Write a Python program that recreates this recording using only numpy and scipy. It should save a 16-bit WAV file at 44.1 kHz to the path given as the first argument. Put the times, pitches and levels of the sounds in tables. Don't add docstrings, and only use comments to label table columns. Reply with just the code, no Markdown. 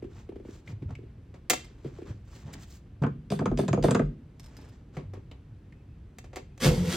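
import sys
import numpy as np
from scipy import signal
from scipy.fft import rfft, irfft
from scipy.io import wavfile
from scipy.ndimage import uniform_filter1d

SR = 44100
rng = np.random.default_rng(int(sys.argv[2]) if len(sys.argv) > 2 else 0)


def master(y):
    cut = np.clip(np.atleast_2d(y).T, -1, 1)
    pcm = np.round(cut * 32767)
    wavfile.write(sys.argv[1], SR, pcm.astype(np.int16))


N = 306936
TIME = np.arange(N) / SR
AGE = TIME[:SR // 2]


# pitch_hz, level_db (per Hz)
AIR_COLOUR = [(20, -21), (44, -4.5), (106, -4.5), (165, -13), (320, -21.5), (620, -35), (900, -39.5),
              (2700, -46.5), (4000, -52.5), (16000, -72)]
AIR_DB = -48
# peak_s, half_width_s, level_db
SWAYS = [(3.54, 0.045, -29.5), (3.831, 0.03, -27.5), (4.06, 0.043, -29)]
SWAY_HZ = 46
# peak_s, pitch_hz
WHISTLES = [(5.78, 2580), (5.92, 2600), (6.53, 2530)]
# pitch_hz, t60_s
CABIN_ECHO = [(100, 0.76), (800, 0.17), (3000, 0.4), (15000, 0.17)]

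# start_s, length_s, level_db, brightness_db_per_octave
RUBS = [(0.064, 0.23, -58.5, 0), (0.414, 0.23, -62, 1.5), (0.635, 0.12, -52.5, -.5),
        (0.869, 0.088, -44.5, -4), (1.523, 0.25, -61, -1), (1.656, 0.64, -59.5, -.5),
        (2.038, 0.11, -52, -2), (2.223, 0.28, -60.5, 2), (2.41, 0.25, -50, -2), (2.525, 0.026, -50.5, 5),
        (2.574, 0.1, -60, 3.5), (2.648, 0.17, -63.5, 5.5), (4.302, 0.59, -58, -1), (4.92, 0.06, -54.5, -1)]
# pitch_hz, level_db (per Hz)
RUB_COLOUR = [(200, 17), (800, 2), (2200, -4), (4000, -8), (7500, -10.5), (10000, -28.5), (16000, -25.5)]

# start_s, level_db, pitch_hz
THUDS = [(0.695, -38, 149), (0.731, -32, 104), (0.82, -33.5, 137), (0.857, -29.5, 91), (0.923, -33, 107),
         (1.853, -32.5, 142), (2.105, -30.5, 109), (2.452, -37, 144), (3.018, -21, 145), (3.71, -21, 125),
         (4.973, -30, 151)]
THUD_T60_S = .11
DRONE_START_S, DRONE_LENGTH_S, DRONE_HZ, DRONE_DB = 5.02, 0.21, 96, -44
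# slip_s, level_db
CREAKS = [(.023, -34), (.042, -34.5), (.29, -34), (.321, -42), (.358, -35.5), (.398, -41), (.45, -39.5),
          (.484, -36.5), (.823, -35), (.987, -43), (1.032, -45), (1.845, -32), (1.857, -34.5),
          (1.985, -38.5), (2.018, -34), (5.17, -41.5)]
# pitch_hz, level_db (per Hz)
CREAK_COLOUR = [(100, -21), (230, -2), (380, 5.5), (500, -6.5), (700, -17), (1200, -21.5), (2200, -24),
                (16000, -64)]

# start_s, level_db
JINGLES = [(1.645, -56), (4.396, -51.5), (4.441, -57.5), (4.46, -56), (4.567, -52), (5.136, -62.5)]
# pitch_hz, level_db, t60_s
KEY_MODES = [(5264, 1.5, 0.039), (6900, -6, 0.026), (8670, -4.5, 0.03), (12400, -6, 0.023),
             (13500, -12, 0.03)]
TINKLE_SPAN_S, TINKLE_DB = (4.37, 4.7), -66

# start_s, level_db, ring_hz
TAPS = [(.675, -45.5, 2170), (.906, -48, 790), (0.9513, -48, 2380), (5.723, -57, 1970), (3.908, -34, 8500),
        (4.968, -49, 2040), (5.313, -52, 2980)]
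# start_s, level_db, brightness_db_per_octave
CLICKS = [(1.341, -48, -3.5), (1.533, -25, 0.5), (4.968, -36.5, -5.5), (5.135, -42.5, -5),
          (5.313, -45.5, -5), (6.185, -43.5, 2), (6.242, -47, -2), (6.331, -45, -3.5), (6.359, -39, 1),
          (6.367, -35.5, -2.5), (6.577, -52, 1)]
# pitch_hz, level_db (per Hz)
CLICK_COLOUR = [(100, -5), (250, 14), (760, 8), (1250, 4), (1450, -2.5), (2000, 5), (2800, 0), (4200, -2.5),
                (7600, -4.5), (10000, -18), (15500, -19.5)]
# pitch_hz, level_db, t60_s
DASH_MODES = [(748.3, -14.5, 0.06), (2690, -18, 0.056), (3140, -16, 0.05)]
CLICK_T60_S, CLICK_HALVING = 0.06, 3.1
SWITCH_START_S, SWITCH_DB, SWITCH_BRIGHTNESS, SWITCH_T60_S = 1.4988, -17.5, 5.43, 0.052
RATTLE_GAP_S, RATTLE_STRETCH, RATTLE_LOSS_DB, RATTLE_DULLING = 0.0041, 1.4, 3.5, 2.4

START_S = 6.598
# time_s, hum_hz
STARTER_SPEED = [(6.63, 124.6), (6.66, 129), (6.718, 171), (6.748, 181.1), (6.96, 166.2)]
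# multiple_of_hum_hz, level_db
HUM_ORDERS = [(.5, -2), (1, 8.5), (2, -11)]
# peak_s, half_width_s, level_db
SURGES = [(6.689, 0.028, -20), (6.807, 0.037, -24), (6.89, 0.019, -25)]
# time_s, level_db
RASP_LEVEL = [(6.591, -89), (6.603, -45.5), (6.631, -30), (6.659, -26), (6.708, -41.5), (6.83, -48.5),
              (6.926, -35), (6.96, -36.5)]
# pitch_hz, level_db (per Hz)
RASP_COLOUR = [(400, -16), (700, 1.5), (3600, 1.5), (8500, -6), (10500, -15.5), (12500, -10.5),
               (16000, -29)]
# pitch_hz, level_db (per Hz)
SHUDDER_COLOUR = [(50, -8.5), (84, -3), (170, 1), (236, 0), (310, -8), (500, -1.5), (590, -14),
                  (900, -18.5), (3000, -48.5)]
# peak_s, half_width_s, level_db, pitch_hz
PANELS = [(6.633, 0.012, -25.5, 237), (6.665, 0.038, -28.5, 528), (6.735, 0.024, -35, 484),
          (6.87, 0.033, -38, 505), (6.945, 0.016, -34, 350)]

# start_s, thump_db, clack_db
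THROWS = [(3.303, -25, -40), (3.5742, -21, -38.5), (3.826, -14.5, -31.5)]
SEAT_S = 0.014
# thump_db, clack_db, tick_db
PLAY_DB = [-34.5, -52, -40]
THROW_RING_HZ, SEAT_TICK_DB = 4800, -46
# start_s, thump_db, clack_db, steel_tick_db, steel_ring_hz
KNOCKS = [(3.021, -34, -40.5, -55, 4650), (3.035, -28, -31.5, -52.5, 4500), (3.064, -30, -37, -59, 6650),
          (3.3906, -32.5, -36, -44.5, 4680), (3.4127, -29, -45, -66, 4670), (3.4565, -23, -28, -41.5, 6560),
          (3.514, -26.5, -43, -60, 6630), (3.633, -31.5, -50, -56, 4700), (3.6804, -27.5, -35, -39.5, 6780),
          (3.7298, -20.5, -30, -37, 6700), (3.7743, -25, -42, -63, 6730), (3.8824, -21, -30, -46, 4800),
          (3.9081, -22.5, -32.5, -36.5, 6700), (3.9476, -19.5, -26, -35, 6690),
          (3.9935, -19.5, -30.5, -50, 6700)]
REBOUND_DB = -14.5
# pitch_hz, level_db, t60_s
LEVER_MODES = [(125.3, -5, 0.37), (148.14, -3, 0.45), (167.3, -0.5, 0.27), (197, 5, 0.15),
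               (236.9, 1.5, 0.19), (390.8, 1.5, 0.1), (461.3, -5, 0.095), (665, -1, 0.05),
               (1016, -1.5, 0.034), (1244, -7, 0.083), (1550, -12.5, 0.054)]
# pitch_hz, level_db (per Hz)
LEVER_CRACK = [(60, -35), (160, 8.5), (450, 9), (800, -1.5), (1300, -2.5), (2600, -20.5), (8500, -31),
               (10000, -57), (16000, -47)]
BOOM_BASE_DB, BOOM_PER_THUMP, BOOM_RISE_S = -15, 0.38, 0.042
SLIDE_LAG_S, SLIDE_BASE_DB, SLIDE_PER_CLACK, SLIDE_T60_S = 0.011, -20, 0.54, 0.23
# pitch_hz, level_db (per Hz)
SLIDE_COLOUR = [(500, 10), (2000, 5), (3600, 3), (7000, -5), (9500, -3), (16000, -19.5)]
GEARBOX_HZ, GEARBOX_Q, GEARBOX_DB = [3547, 4470, 6400, 8280], 73, 6.5

# pitch_hz, lead_radians
PORT_PHASE = [(4600, -0.062), (5400, -1.2), (10000, -1.2), (15000, -1.6)]
# pitch_hz, level_db
WIDTH = [(170, -12.5), (480, -1), (1000, -4), (3000, -7.5), (14000, -9)]
MIC_LOW_HZ, MIC_ORDER = 33.4, 4
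TOP_HZ = 16100


def amp(db):
    return 10 ** (np.asarray(db) / 20)


def unit(x):
    return x / np.sqrt(np.mean(x ** 2) + 1e-20)


def crest(x, size=220):
    return x / np.sqrt(uniform_filter1d(x ** 2, size).max() + 1e-20)


def read(points, hz):
    point_hz, value = np.transpose(points)
    return np.interp(np.log(hz + 1), np.log(point_hz + 1), value)


def add(mix, start_s, sound):
    part = mix[max(round(start_s * SR), 0):][:len(sound)]
    part += sound[:len(part)]


def fade(t60_s):
    return np.exp(-np.log(1000) * AGE / t60_s)


def noise(size=N):
    return rng.standard_normal(size)


def burst(t60_s):
    return noise(len(AGE)) * fade(t60_s)


def waver(depth_db, size, length=N):
    return amp(depth_db * unit(uniform_filter1d(noise(length), size)))


def bump(peak_s, half_width_s):
    return np.exp(-((TIME - peak_s) / half_width_s) ** 2)


def swell(peak_s, half_width_s, db, hz):
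    return amp(db) * bump(peak_s, half_width_s) * np.sin(2 * np.pi * (hz * (TIME - peak_s) + rng.random()))


def level(time_s, db):
    return amp(np.interp(TIME, time_s, db, left=-np.inf, right=-np.inf))


def colour(x, points, tilt=0, size=4096):
    hz = abs(np.fft.fftfreq(size, 1 / SR))
    gain_db = read(points, hz) + tilt * np.log2(np.maximum(hz, 250))
    log_gain = np.log(amp(gain_db))
    response = np.fft.ifft(np.exp(np.conj(signal.hilbert(log_gain)))).real
    return signal.oaconvolve(x, response / np.linalg.norm(response))[:len(x)]


def resonate(x, hz, q):
    return signal.lfilter(*signal.iirpeak(hz, q, fs=SR), x)


def ring(modes, detune, spread_db):
    out = np.zeros(len(AGE))
    for hz, db, t60_s in modes:
        weigh, tune = rng.uniform(-1.15, 1, 2)
        tone = np.sin(2 * np.pi * hz * (1 + detune * tune) * AGE)
        out += amp(db + spread_db * weigh) * fade(t60_s) * tone
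    return out


def through_floor(x, lag_s):
    hz = np.fft.rfftfreq(2 * N, 1 / SR)
    turns = lag_s * (2 * np.sqrt(500 * hz) - hz / 4)
    return irfft(rfft(x, 2 * N) * np.exp(-2j * np.pi * turns))[:N]


def friction(grain_db=2):
    return unit(noise() * waver(grain_db, 50))


def rumble():
    return amp(AIR_DB) * colour(noise(), AIR_COLOUR) + sum(swell(*row, SWAY_HZ) for row in SWAYS)


def whistles(peak_db=-78, half_width_s=0.039, q=22):
    out = np.zeros(N)
    for peak_s, hz in WHISTLES:
        tone = unit(resonate(resonate(noise(), hz, q), hz, q))
        out += amp(peak_db) * bump(peak_s, half_width_s) * tone
    return out


def fidgets(per_s=12, size_db=-62, t60_s=0.12, tilt=1.5, still_s=5.3):
    starts = (rng.random(N) < per_s / SR) * rng.random(N) * (TIME < still_s)
    strength = signal.oaconvolve(starts, fade(t60_s))[:N]
    return amp(size_db) * colour(strength * noise(), CREAK_COLOUR, tilt)


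def cloth(swell_db=2.5, crackle_db=-10, crackles_per_s=70, crackle_q=5, count=10):
    out, creases = np.zeros((2, N))
    for hz in np.geomspace(900, 8000, count):
        crackles = noise() * (rng.random(N) < crackles_per_s / SR)
        creases += unit(resonate(crackles, hz, crackle_q))
    rubbing = unit(waver(swell_db, 900) * friction())
    rustle = rubbing + amp(crackle_db) * unit(creases)
    for start_s, length_s, db, tilt in RUBS:
        stroke = rustle[round(start_s * SR):][:round(length_s * SR)]
        add(out, start_s, amp(db) * unit(colour(stroke, RUB_COLOUR, tilt) * signal.windows.hann(len(stroke))))
    return out


def footwell(rise_s=0.0053):
    out = np.zeros(N)
    for start_s, db, hz in THUDS:
        thud = np.sin(2 * np.pi * hz * AGE) * fade(THUD_T60_S) * (1 - fade(rise_s))
        add(out, start_s, amp(db) * crest(thud))
    t = AGE[AGE < DRONE_LENGTH_S]
    drone = np.sin(2 * np.pi * DRONE_HZ * t) * signal.windows.tukey(len(t))
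    add(out, DRONE_START_S, amp(DRONE_DB) * unit(drone))
    return out


def pedals(scuff=0.19, scuff_t60_s=0.092):
    pushes, scuffs = np.zeros((2, N))
    for slip_s, db in CREAKS:
        slip = np.convolve(burst(.014), signal.windows.hann(58))
        add(pushes, slip_s - .004, amp(db) * crest(colour(slip, CREAK_COLOUR)))
        add(scuffs, slip_s, amp(db) * burst(scuff_t60_s))
    return through_floor(pushes, lag_s=0.008) + scuff * colour(scuffs, CREAK_COLOUR, tilt=2.5)


def keys(tick=2.2, tick_t60_s=0.025, rise_s=0.0066, bounce_s=0.0063, bounce_db=-6, count=12):
    out = np.zeros(N)
    tinkles = [(start_s, TINKLE_DB) for start_s in rng.uniform(*TINKLE_SPAN_S, count)]
    for start_s, db in JINGLES + tinkles:
        for k in range(2):
            touch = ring(KEY_MODES, detune=0.06, spread_db=3.5)
            touch += tick * colour(burst(tick_t60_s), RASP_COLOUR)
            add(out, start_s + k * bounce_s, amp(db + k * bounce_db) * crest(touch * (1 - fade(rise_s))))
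    return out


def taps(q=5, t60_s=0.03, rise_s=.008, dash_db=-18):
    out = np.zeros(N)
    for start_s, db, hz in TAPS:
        touch = burst(t60_s) * (1 - fade(rise_s))
        tap = resonate(touch, hz, q) + amp(dash_db) * touch
        add(out, start_s, amp(db) * crest(colour(tap, CLICK_COLOUR)))
    return out


def contacts(count=4):
    rows, start_s = [], SWITCH_START_S
    for k in range(count):
        brightness = SWITCH_BRIGHTNESS - k * RATTLE_DULLING
        rows.append((start_s, SWITCH_DB - k * RATTLE_LOSS_DB, SWITCH_T60_S, brightness))
        start_s += RATTLE_GAP_S * RATTLE_STRETCH ** k
    for start_s, db, tilt in CLICKS:
        rows.append((start_s, db, CLICK_T60_S * 2 ** (-tilt / CLICK_HALVING), tilt))
    return rows


def switches(chatter=0.53):
    out, panel = np.zeros(N), noise(len(AGE))
    for start_s, db, t60_s, tilt in contacts():
        snap = (panel + chatter * noise(len(AGE))) * fade(t60_s)
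        snap += ring(DASH_MODES, detune=0, spread_db=0)
        add(out, start_s, amp(db) * crest(colour(snap, CLICK_COLOUR, tilt)))
    return out


def jolt(rise_s, fall_s, peak_db, hold_db):
    t = np.maximum(TIME - START_S, 0)
    settle = np.exp(-np.maximum(t - rise_s, 0) / fall_s)
    return np.minimum(t / rise_s, 1) ** 2 * (amp(hold_db) + (amp(peak_db) - amp(hold_db)) * settle)


def starter(mesh_depth=0.16, grit_db=1.5, wobble=0.006, rock_hz=43):
    unsteady = 1 + wobble * unit(uniform_filter1d(noise(), 400))
    speed_hz = np.interp(TIME, *np.transpose(STARTER_SPEED)) * unsteady
    angle = 2 * np.pi * np.cumsum(speed_hz) / SR
    hum = sum(amp(db) * np.sin(multiple * angle) for multiple, db in HUM_ORDERS)
    load = sum(amp(db) * bump(peak_s, half_width_s) for peak_s, half_width_s, db in SURGES)

    casing = burst(0.31)
    scrape = colour(signal.oaconvolve(noise(), casing)[:N], RASP_COLOUR)
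    mesh = 1 + mesh_depth * np.cos(angle)
    rasp = scrape * waver(grit_db, 100) * mesh

    shudder = colour(noise(), SHUDDER_COLOUR)
    rock = np.sin(2 * np.pi * rock_hz * (TIME - START_S))
    out = level(*np.transpose(RASP_LEVEL)) * unit(rasp) + load * unit(hum)
    out += jolt(rise_s=.065, fall_s=.04, peak_db=-20, hold_db=-38) * unit(shudder)
    out += jolt(rise_s=0.11, fall_s=0.029, peak_db=-23.0, hold_db=-45) * unit(rock)
    return out + sum(swell(*row) for row in PANELS)


def gearbox(x):
    return x + amp(GEARBOX_DB) * sum(resonate(x, hz, GEARBOX_Q) for hz in GEARBOX_HZ)


def shift_rod():
    force = np.zeros(N)
    for start_s, _, clack_db in THROWS:
        slide = fade(SLIDE_T60_S) * (1 - fade(0.0085))
        add(force, start_s + SLIDE_LAG_S, amp(SLIDE_BASE_DB + SLIDE_PER_CLACK * clack_db) * slide)
    return gearbox(colour(force * friction(), SLIDE_COLOUR))


def lever_blows():
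    play = [(start_s, *PLAY_DB, THROW_RING_HZ) for start_s, *_ in THROWS]
    seat = [(start_s + SEAT_S, *levels, SEAT_TICK_DB, THROW_RING_HZ) for start_s, *levels in THROWS]
    rebounds = []
    for start_s, *levels, hz in KNOCKS:
        rebounds.append((start_s + rng.uniform(.004, .016), *np.add(levels, REBOUND_DB), hz))
    return play + seat + KNOCKS + rebounds


def gear_lever(crack_db=6, crack_t60_s=0.07, chatter_db=3.0, rise_s=0.0045,
               steel_db=4, steel_t60_s=0.062, tick_t60_s=0.049):
    steel, floor = np.zeros((2, N))
    linkage = colour(burst(tick_t60_s), LEVER_CRACK)
    edges_hz = [(80, 300), (300, 800), (800, 3000), (2600, 16000)]
    *bands, treble = [signal.butter(3, edges, "band", fs=SR, output="sos") for edges in edges_hz]
    for start_s, thump_db, clack_db, tick_db, ring_hz in lever_blows():
        chatter = waver(chatter_db, 130, len(AGE))
        crack = colour(burst(crack_t60_s) * chatter, LEVER_CRACK)
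        blow = ring(LEVER_MODES, detune=0.026, spread_db=5.5) + amp(crack_db) * crack
        blow *= 1 - fade(rise_s)
        boom, thump, clack = (signal.sosfilt(band, blow) for band in bands)
        boom_gain = amp(BOOM_BASE_DB + BOOM_PER_THUMP * thump_db)
        boom = boom_gain * crest(boom * (1 - fade(BOOM_RISE_S)))
        tick = crest(signal.sosfilt(treble, linkage + crack * fade(tick_t60_s)))
        ping = np.sin(2 * np.pi * ring_hz * AGE) * fade(steel_t60_s)
        add(steel, start_s, amp(tick_db) * crest(amp(steel_db) * tick + ping))
        add(floor, start_s, boom + amp(thump_db) * crest(thump) + amp(clack_db) * crest(clack))
    return steel + through_floor(floor, lag_s=0.00142)


def cabin(x):
    hz, t, bands = signal.stft(noise(len(AGE)) * (AGE > .004), SR, nperseg=256)
    decay = np.exp(-np.log(1000) * t / read(CABIN_ECHO, hz)[:, None])
    tail = signal.istft(bands * decay, SR, nperseg=256)[1]
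    return signal.oaconvolve(x, tail / np.linalg.norm(tail))[:N]


def ports(x):
    hz = np.fft.rfftfreq(N, 1 / SR)
    scatter = burst(.13) * (AGE > .002)
    diffuse = signal.oaconvolve(x, scatter / np.linalg.norm(scatter))[:N]
    lead = np.tan(np.clip(read(PORT_PHASE, hz), -2, 2) / 2)
    apart = hz ** 2 / (hz ** 2 + 400 ** 2)
    side = irfft(apart * (1j * lead * rfft(x) + amp(read(WIDTH, hz)) * rfft(diffuse)), N)
    return np.array([x + side, x - side])


def scene():
    feet = pedals() + fidgets() + footwell()
    dash = switches() + taps() + keys() + cloth()
    motor = starter()
    lever = gear_lever() + shift_rod()
    tail = cabin(amp(-13.5) * lever + amp(-13) * dash + amp(-11.0) * (feet + motor))
    return ports(lever + dash + feet + motor + tail + whistles() + rumble())


def record(dry):
    bass_cut = signal.butter(MIC_ORDER, MIC_LOW_HZ, "high", fs=SR, output="sos")
    treble_cut = signal.firwin(401, TOP_HZ, window=("kaiser", 9), fs=SR)
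    return signal.oaconvolve(signal.sosfilt(bass_cut, dry), treble_cut[None], "same")


dry = scene()
out = record(dry)
master(out)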